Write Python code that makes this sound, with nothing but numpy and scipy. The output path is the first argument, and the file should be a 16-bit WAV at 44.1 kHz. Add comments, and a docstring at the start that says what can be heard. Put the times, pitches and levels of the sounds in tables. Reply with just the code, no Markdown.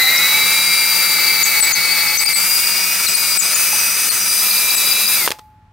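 """A cordless drill is pushed down a hole in a metal casting outdoors, drawn out again and stopped.
Commutator, gear mesh and single rotor multiples sing as tones locked to the rotor; the speed switch
whistles at a fixed pitch. Looped rotor buzz and throbbing fan hiss are coloured by the housing.
The bit squeaks on the hole wall in sliding chirps that make the recorder's limiter duck; the brake
clacks as filtered noise cracks and the casting rings on as a sine over a quiet, rumbling yard."""
import sys
import numpy as np
from scipy import signal
from scipy.fft import rfft, irfft
from scipy.io import wavfile
from scipy.ndimage import uniform_filter1d

SR = 44100
rng = np.random.default_rng(int(sys.argv[2]) if len(sys.argv) > 2 else 0)


def materialize(psi):
    """Save the field psi as 16-bit PCM at rate SR to the path in sys.argv[1].

    A 1-D psi becomes a single channel; in a 2-D psi each row is a channel.
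    """
    bounded = np.clip(np.atleast_2d(psi).T, -1, 1)
    quanta = np.round(bounded * 32767).astype(np.int16)
    wavfile.write(sys.argv[1], SR, quanta)


N = 252541  # samples

RELEASE_S, LOCK_S = 5.165, 5.263  # trigger let go, brake locks
SWITCH_HZ = 3911.5


def amp(db):
    """Turns decibels into an amplitude factor."""
    return 10 ** (np.asarray(db) / 20)


def evened(x):
    """Scales a signal to rms 1."""
    return x / np.sqrt(np.mean(abs(x) ** 2) + 1e-20)


def read(points, hz):
    """Reads a spectrum, straight on a log-frequency axis."""
    f, value = np.transpose(points)
    return np.interp(np.log(hz + 1), np.log(f + 1), value)


def curves(rows, t):
    """Draws straight lines through each column of a table whose first column is time."""
    s, *columns = np.transpose(rows)
    return [np.interp(t, s, c) for c in columns]


def panned(x, db):
    """Spreads a mono sound over both ports, db louder at the left than at the right."""
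    return x * amp([[db / 2], [-db / 2]])


def add(mix, s, sound):
    """Lays a sound into the mix at s seconds, cut at the end."""
    part = mix[:, round(s * SR):][:, :sound.shape[1]]
    part += sound[:, :part.shape[1]]


def wander(hz):
    """Slow chance of rms 1, changing about hz times a second."""
    lowpass = signal.butter(2, hz, fs=SR, output="sos")
    return evened(signal.sosfilt(lowpass, rng.standard_normal(N)))


def rotor_turns():
    """Rotor and chuck angle in turns; the load of the bit sways the speed once a chuck turn."""
    # rotor speed under power: start_s, turns_per_s
    rotor = [(0, 154.5), (.14, 161.3), (.3, 170.2), (.46, 177.2), (.62, 179.9), (.76, 178.2), (.91, 179.6),
             (1.1, 177.5), (1.18, 174.4), (1.36, 174.9), (1.52, 171.9), (2.05, 171), (2.15, 172),
             (2.27, 171.2), (2.52, 183.9), (2.75, 186.7), (3.02, 191.6), (3.29, 184), (3.62, 197.3),
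             (3.87, 192.9), (4.08, 195.2), (4.21, 193.4), (4.53, 199.7), (4.8, 196.6), (5.05, 200.6),
             (5.15, 198.6)]
    gear_down, chuck_start = 15.24, -.1  # rotor turns a chuck turn, start in turns
    chuck_sag = .005  # share of speed
    slowing = 358  # turns per s lost each second between release and lock
    inertia_s = .08  # the rotor rounds off changes of speed
    t = np.arange(N) / SR
    speed = curves(rotor, t)[0] - slowing * np.clip(t - RELEASE_S, 0, LOCK_S - RELEASE_S)
    speed = uniform_filter1d(speed, size=round(inertia_s * SR), mode="nearest")
    chuck = chuck_start + np.cumsum(speed) / SR / gear_down
    bite = np.interp(t, [2.3, 3.5], [1, .35])  # the flutes bite less once the hole is cleared
    sway = chuck_sag * np.cos(2 * np.pi * chuck) + .004 * wander(8)
    return np.cumsum(speed * (1 + bite * sway)) / SR, chuck


def whine(turns):
    """Commutator, gear mesh and single rotor multiples follow the speed; the switch keeps one pitch."""
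    # tone levels before surge and flutter:
    # start_s, commutator_db, mesh_db, mesh_octave_db, switch_db, multiple_25_db, multiple_30_db
    tones = [(0, -25.5, -18.5, -21.5, -20, -43.5, -40), (.3, -26.5, -20.5, -31.5, -19, -48, -44),
             (.9, -25, -24.5, -24, -25.5, -32.5, -54), (1.6, -27.5, -22, -26, -31, -42, -46),
             (2.25, -30, -21.5, -25, -36.5, -40, -47), (2.55, -30.5, -32, -26.5, -39.5, -38, -34),
             (3, -29.5, -28.5, -32, -45, -47, -30), (3.25, -30.5, -32, -26.5, -33.5, -42, -37),
             (3.8, -33, -27, -18.5, -46, -34, -27.5), (4.15, -35, -35, -23, -44, -36, -31.5),
             (4.3, -31.5, -35.5, -20, -34, -25, -28.5), (4.8, -26.5, -29.5, -25, -26, -29, -38.5),
             (5.15, -29.5, -31, -38, -26, -26, -42)]
    # the same six tones: left_minus_right_db
    tone_pan_db = [2.1, .1, 13.6, 0.12, 1.5, 1.4]
    # the same six tones: rms_unsteadiness_db
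    tone_flutter_db = [1.6, 1.73, 1.98, 0.85, 1.8, 1.9]
    # strong rotor multiples before flutter and pan: multiple, high_db, deep_db, drawn_out_db
    orders = [(1, -48, -51, -47), (5, -40, -50, -47), (15, -34, -39, -47), (32, -46, -33, -39),
              (65, -52, -35, -37), (31, -44, -35, -37), (33, -46, -34, -42), (43, -46, -31, -35),
              (45, -48, -32, -35), (40, -46, -35, -38), (53, -46, -35, -32), (50, -42, -29, -34),
              (60, -37, -48, -46), (78, -37, -46, -46), (56, -44, -33, -31), (2, -51, -56, -53),
              (71, -41, -42, -35)]
    bars, mesh = 12, 144 / 11  # commutator bars and gear teeth passing each rotor turn
    surge_db = 1.8  # the tones swell and sink several times a second
    chatter = 0.13  # slack of the 25th multiple, in cycles
    switch_throb = 0.23  # the switch whistle throbs once a rotor turn
    t = np.arange(N) / SR
    depth = np.interp(t, [2.2, 3.45, 4.15, 4.55], [0, 1, 1, 2])  # high, deep, drawn out
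    # load on the gear teeth
    cutting = np.interp(t, [.07, .12, .25, .45, 3.3, 3.6], [.6, .15, .15, 1, 1, .2])
    driven = np.interp(t, [RELEASE_S - .01, RELEASE_S], [1, 0])  # the trigger is let go
    # the brake loads, then holds the rotor
    brake_s = [RELEASE_S, RELEASE_S + .035, LOCK_S - .005, LOCK_S + .005]
    turning = np.interp(t, brake_s, [1, 1.4, 1.6, 0])
    fading = np.interp(t, [RELEASE_S, RELEASE_S + .06], [1, 0])  # the teeth unload
    play = np.interp(t, [2.2, 2.6], [.025, .07]) * wander(70)  # backlash between the teeth, in cycles
    cycles = [bars * turns, mesh * turns + play, 2 * mesh * turns + 2 * play, SWITCH_HZ * t,
              25 * turns + chatter * wander(40), 30 * turns]
    whistling = driven * (1 + switch_throb * np.cos(2 * np.pi * turns))
    gates = [turning, fading, cutting * driven, whistling, fading, fading]
    levels_db = curves(tones, t) + surge_db * np.array([wander(17.2) for _ in cycles])
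    out = 0
    for cycle, db, gate, pan_db, flutter_db in zip(cycles, levels_db, gates, tone_pan_db, tone_flutter_db):
        level = gate * amp(db + flutter_db * wander(44))
        out = out + panned(level * np.cos(2 * np.pi * cycle), pan_db)
    for k, *db in orders:
        high = k > 20  # the high multiples flutter fast, favour the left and reach the ports out of step
        level = amp(np.interp(depth, [0, 1, 2], db) + 2.96 * wander(30 if high else 10))
        level = level * (fading if high else turning)
        lag = np.array([[0], [high * rng.normal(0, 0.17)]]) + rng.random()  # cycles
        out += level * np.cos(2 * np.pi * (k * turns + lag)) * amp([[0.5 * high], [-1.0 * high]])
    return np.sqrt(2) * out


def buzz(turns):
    """A waveform that repeats every rotor turn; three blends of its multiples drift slowly in level."""
    k, out = np.arange(4097), 0
    for _ in range(3):
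        phases = np.exp(2j * np.pi * rng.random(4097))
        lines = amp(3 * rng.standard_normal(4097)) * phases
        one_turn = evened(irfft(lines * (k > 33) * (k < 95)))
        wave = np.interp(turns % 1, np.arange(8192) / 8192, one_turn, period=1)
        out = out + amp(3.3 * wander(2.7)) * wave
    return evened(out)


def air(turns, chuck):
    """Fan hiss, throbbing with rotor and flutes, and rotor buzz, coloured by housing and posture."""
    # air and buzz together, up to the lock: start_s, level_db, buzz_minus_hiss_db
    drill = [(0, -15.5, -1), (.7, -16, -10), (1.7, -16.5, -2.5), (2.2, -17.5, -6), (2.5, -16, -1.5),
             (3.35, -18.5, -6), (3.6, -15.5, 0.5), (4.1, -17, 0), (4.6, -15.5, -2.5), (5.1, -15.5, -3.5),
             (5.26, -17.5, -23)]
    # where the drill is held: start_s, posture (0 high, 1 deep, 2 drawn out)
    postures = [(0, 0), (.7, 0.94), (1.7, 0.36), (2.45, 0.85), (4.1, 0.55), (4.3, 1), (4.55, 2), (5.17, 2),
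                (5.22, 2)]
    # relative colour held high over the hole: freq_hz, density_db_per_hz
    high = [(35, -57.5), (60, -17), (1240, -8.5), (1680, -4.5), (2280, 2.5), (3090, -12), (3810, -3),
            (4180, -8.5), (12200, -12), (14100, -9), (15800, -11)]
    # relative colour deep in the hole: freq_hz, density_db_per_hz
    deep = [(35, -59), (60, -32.5), (188, -19.5), (780, -12.5), (2560, -3.5), (4180, -9), (4920, -2.5),
            (6990, -7), (9030, -1), (14100, -12), (15800, -7)]
    # relative colour drawn out: freq_hz, density_db_per_hz
    drawn = [(35, -56), (60, -47), (193, -22), (314, -17.5), (1760, -10), (2330, -6), (3020, -9.5),
             (3810, -4.5), (4180, -0.5), (4810, -7.5), (15800, -10)]
    # housing and vent resonances, added to the colour: freq_hz, width_hz, high_db, drawn_out_db
    housing = [(1321, 133, 7, 6), (3126, 187, -1.5, -7.5), (4800, 180, 7, 8.5), (4290, 430, 8, -6.5),
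               (10180, 190, -10, -9.5), (7420, 350, -1, -2), (8760, 340, -1.5, 4), (9560, 320, 0, 4),
               (10920, 790, 0, 4.5), (12000, 890, -7.5, 1), (13680, 710, 10, 7)]
    # likeness of the two ports: freq_hz, correlation (no unit)
    likeness = [(60, .998), (900, 0.93), (2600, 1), (4500, 0.48), (15000, 0.75)]
    # balance of the ports: freq_hz, left_minus_right_db
    balance = [(200, -1), (800, 1.3), (3300, -0.5), (5500, 5.5), (9000, 1), (15000, 2.5)]
    # timing of the ports: freq_hz, left_lead_rad (negative: the right leads)
    lead = [(1200, -0.091), (4400, -0.098), (5200, -0.55), (15000, -0.4)]
    sway_db, sway = 1.5, .006  # the grip shifts: resonances slide (share of pitch), the upper ones swell
    lock_rise_db, fan_t60, fan_tail_db, fan_tail_t60 = 0.5, 0.11, -24.5, 0.51  # after the lock; T60 in s
    throb = 1 + 0.07 * np.cos(2 * np.pi * turns) + 0.018 * np.cos(4 * np.pi * chuck) + 0.085 * wander(17.3)
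    hiss = [throb * rng.standard_normal(N) for _ in range(2)]
    hz, t, z = signal.stft([*hiss, buzz(turns), buzz(turns)], SR, nperseg=512)
    buzz_db, posture = curves(drill, t)[1], curves(postures, t)[0]
    a, b = z[:2] + amp(buzz_db) * z[2:]
    same = np.clip(read(likeness, hz), -1, 1)[:, None]
    right = same * a + np.sqrt(1 - same ** 2) * b
    z = np.array([a, right * np.exp(-1j * read(lead, hz))[:, None]])
    # crossfade between the postures
    colour = sum(np.outer(read(points, hz), np.clip(1 - abs(posture - i), 0, 1))
                 for i, points in enumerate([high, deep, drawn]))
    for f, width, high_db, drawn_db in housing:
        slide, swell = (np.interp(t * SR, np.arange(N), wander(1.96)) for _ in range(2))
        db = high_db + (drawn_db - high_db) * np.clip(posture / 2, 0, 1)
        db = db + sway_db * swell * (f > SWITCH_HZ)
        colour += np.exp(-((hz[:, None] - f * (1 + sway * slide)) / width) ** 2) * db
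    gain = amp(colour)
    # even power in every frame, so that the drill table alone sets the level
    gain /= np.sqrt((gain ** 2).mean(0) * (1 + amp(buzz_db) ** 2))
    z *= gain * amp(np.outer([.5, -.5], read(balance, hz)))[:, :, None]
    t = np.arange(N) / SR
    after = np.maximum(t - LOCK_S, 0)
    dying = amp(lock_rise_db * (after > 0) - 60 * after / fan_t60)
    dying = dying + amp(fan_tail_db - 60 * after / fan_tail_t60)
    return amp(curves(drill, t)[0]) * dying * signal.istft(z, SR, nperseg=512)[1][:, :N]


def yard():
    """Low distant rumble and faint air, nearly alike at both ports in the lows."""
    # relative colour of the yard: freq_hz, density_db_per_hz
    yard_colour = [(18, -47), (30, -11.5), (93, 0), (496, -27.5), (1300, -22.5), (15800, -55)]
    yard_db = -51.5
    a, b = rng.standard_normal((2, N))
    hz = np.fft.rfftfreq(N, 1 / SR)
    same = np.clip(1 - (hz / 2000) ** 2, .4, 1)
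    right = same * rfft(a) + np.sqrt(1 - same ** 2) * rfft(b)
    z = np.array([rfft(a), right]) * amp(read(yard_colour, hz))
    return amp(yard_db) * evened(irfft(z, N))


def squeaks():
    """Stick-slip chirps with overtones; some leave a flute edge ringing."""
    # bit squeaks, levels before throb and pan: start_s, length_s, first_hz, last_hz, level_db,
    # octave_db, ultrasonic_db (at the start), flute_ring_db
    chirps = [(0.169, 0.016, 5440, 5630, -14, -49, -1.5, -48.5),
              (1.432, 0.014, 7200, 6650, 0, -28, 2, -22.5), (1.605, 0.016, 9400, 8000, -1, -41, 1.5, -12),
              (1.721, 0.028, 7160, 6230, -5.5, -28, 5.5, -32),
              (2.078, 0.013, 4720, 5170, -15, -50, -2, -50),
              (2.175, 0.017, 6000, 6250, -3.5, -14, 6.5, -20.5),
              (2.191, 0.015, 4910, 4670, -12, -40, -0.5, -50),
              (2.239, 0.011, 8600, 8600, -2, -40, 8.5, -40.5),
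              (2.263, 0.023, 5080, 4670, -7, -31, 1.5, -54),
              (2.332, 0.024, 4020, 4300, -12, -4.5, 6, -18.5),
              (1.508, 0.008, 8700, 8830, -13, -50.5, 0, -49),
              (3.064, 0.019, 4340, 3930, -12, -18, 3.5, -23.5),
              (3.14, 0.023, 4370, 4440, -15, -6.5, -3, -51), (3.373, 0.042, 8800, 6620, -2, -13, 4.5, -16),
              (3.543, 0.019, 6900, 7100, -8, -33, 0, -52), (4.089, 0.026, 4480, 4280, -13.5, -8.5, 3, -51),
              (4.507, 0.0089, 4660, 4400, -14, -36, -5.5, -51),
              (4.545, 0.009, 4750, 4680, -17, -33.5, -9, -50),
              (4.575, 0.0093, 4730, 4500, -12, -26, -2, -52),
              (4.702, 0.011, 4670, 4630, -15.5, -32, -3.5, -50),
              (4.753, 0.011, 7400, 7840, -8.5, -41.5, 3.5, -22),
              (4.779, 0.0088, 4700, 4650, -15, -37, -6, -52), (4.862, 0.019, 4650, 4960, -18, -35, -5, -50),
              (4.899, 0.039, 4700, 4950, -16.5, -39, -6.5, -51.5),
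              (5.056, 0.034, 4660, 4990, -15, -37, -1, -50)]
    flute_hz, flute_t60, ultra_hz = 7948, 0.2, 19500  # T60 in s
    twelfth_below_hz, twelfth_db = 5000, -4  # only low squeaks carry a twelfth
    squeak_pan_db, pan_per_ultra_db = 13, 0.3  # the stronger the ultrasonic part, the further left
    glide = .75  # a squeak slides fastest at first
    grip_pitch, throb_db = .022, 5  # unsteadiness of pitch (share) and level
    linger_db, linger_t60 = -8.5, 0.13  # the last pitch of a squeak rings on in the bit; T60 in s
    out = np.zeros((2, N))
    for s, length, hz0, hz1, db, db2, ultra_db, ring_db in chirps:
        db3 = db + twelfth_db if max(hz0, hz1) < twelfth_below_hz else -99
        pan_db = squeak_pan_db + pan_per_ultra_db * ultra_db
        t = np.arange(round(length * SR)) / SR
        # the grip changes by chance every 60 samples, smoothed
        grip = np.repeat(rng.standard_normal((2, 60)), 60, 1)
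        grip = uniform_filter1d(grip, 60)[:, :len(t)]
        pitch_hz = (hz0 + (hz1 - hz0) * (t / length) ** glide) * (1 + grip_pitch * grip[0])
        phase = 2 * np.pi * np.cumsum(pitch_hz) / SR
        tone = 0
        for k, d in [(1, db), (2, db2), (3, db3)]:
            tone = tone + amp(d) * np.sin(k * phase) * (k * max(hz0, hz1) < SR / 2.1)
        ultra = amp(ultra_db - 8.0 * t / length) * np.sin(2 * np.pi * ultra_hz * t)
        tone = tone * amp(throb_db * grip[1]) + ultra
        chirp = np.sqrt(2) * tone * signal.windows.tukey(len(t), .4)
        chirp = panned(chirp, pan_db) * amp(-pan_db / 2)
        add(out, s, np.array([chirp[0], np.roll(chirp[1], 2)]))  # right two samples late
        t = np.arange(round(.25 * SR)) / SR
        ring = amp(ring_db - 60 * t / flute_t60) * np.sin(2 * np.pi * flute_hz * t)
        ring = ring * np.clip(t / 0.0035, 0, 1)
        last = amp(db - pan_db / 2 + linger_db - 60 * t / linger_t60) * np.sin(2 * np.pi * hz1 * t)
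        add(out, s + 0.82 * length, panned(last * np.clip(t / .002, 0, 1), pan_db))
        add(out, s + 0.32 * length, panned(np.sqrt(2) * ring, 8.0) * amp(4.5))
    return out


def clacks():
    """Each knock is a short dry crack that sets the casting ringing."""
    # knocks in brake and chuck: start_s, peak_db, tilt_db (per doubling of frequency + 6600 Hz)
    knocks = [(3.73, -19, -3), (5.262, -6, -2), (5.276, -0.5, -17.5), (5.283, -10.5, -10), (5.291, -11, -1),
              (5.305, -6, -8), (5.315, -6.5, -12), (5.319, -6.5, -9), (5.387, -27, -12), (5.392, -24, -15),
              (5.395, -30, -14)]
    casting_hz, casting_t60 = 855.5, 1.4  # T60 in s
    ring_db, ring_in_hole_db = -49, -1.5  # ring against the knock, through the air or struck by the bit
    out, t = np.zeros((2, N)), np.arange(SR // 2) / SR
    hz = np.fft.rfftfreq(len(t), 1 / SR)
    for s, db, tilt_db in knocks:
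        crack = rng.standard_normal((2, len(t))) * (amp(-60 * t / 0.0095) + 0.031 * amp(-60 * t / 0.17))
        crack[1] = 0.87 * crack[0] + 0.51 * crack[1]  # the ports hear nearly the same
        tilt = amp(tilt_db * np.log2(hz / 2000 + 3.3)) * hz ** 4 / (hz ** 4 + 330 ** 4)  # no lows
        knock = irfft(rfft(crack) * tilt, len(t)) * np.clip(t / 0.0012, 0, 1) * np.clip(2 - t / .1, 0, 1)
        ring = amp(db + ring_db - 60 * t / casting_t60) * np.sin(2 * np.pi * casting_hz * (t + s))
        if s < RELEASE_S:  # the bit in the hole damps the casting
            ring *= amp(ring_in_hole_db - ring_db - 60 * t / 0.087)
        add(out, s, amp(db) * knock / abs(knock).max() + ring)
    return out


def scene():
    """The drill, its squeaks and knocks, and the yard, all heard at two ports."""
    turns, chuck = rotor_turns()
    return whine(turns) + air(turns, chuck) + squeaks() + clacks() + yard()


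def record(dry):
    """A linked limiter ducks both channels when either is too loud; then the band limit."""
    limit_db, edge_hz = -6.5, 15820
    power_db = 10 * np.log10(abs(uniform_filter1d((dry ** 2).max(0), 90)) + 1e-12)
    fall = np.arange(N) * 700.0 / SR  # recovery of 700 dB a second
    held_db = np.maximum.accumulate(power_db + fall) - fall
    over_db = np.maximum(held_db - limit_db, 0)
    ducked = dry / amp(uniform_filter1d(over_db, 60))
    lowpass = signal.firwin(1023, edge_hz, window=("kaiser", 9), fs=SR)
    return signal.oaconvolve(ducked, lowpass[None], "same")


dry = scene()
out = record(dry)
materialize(out)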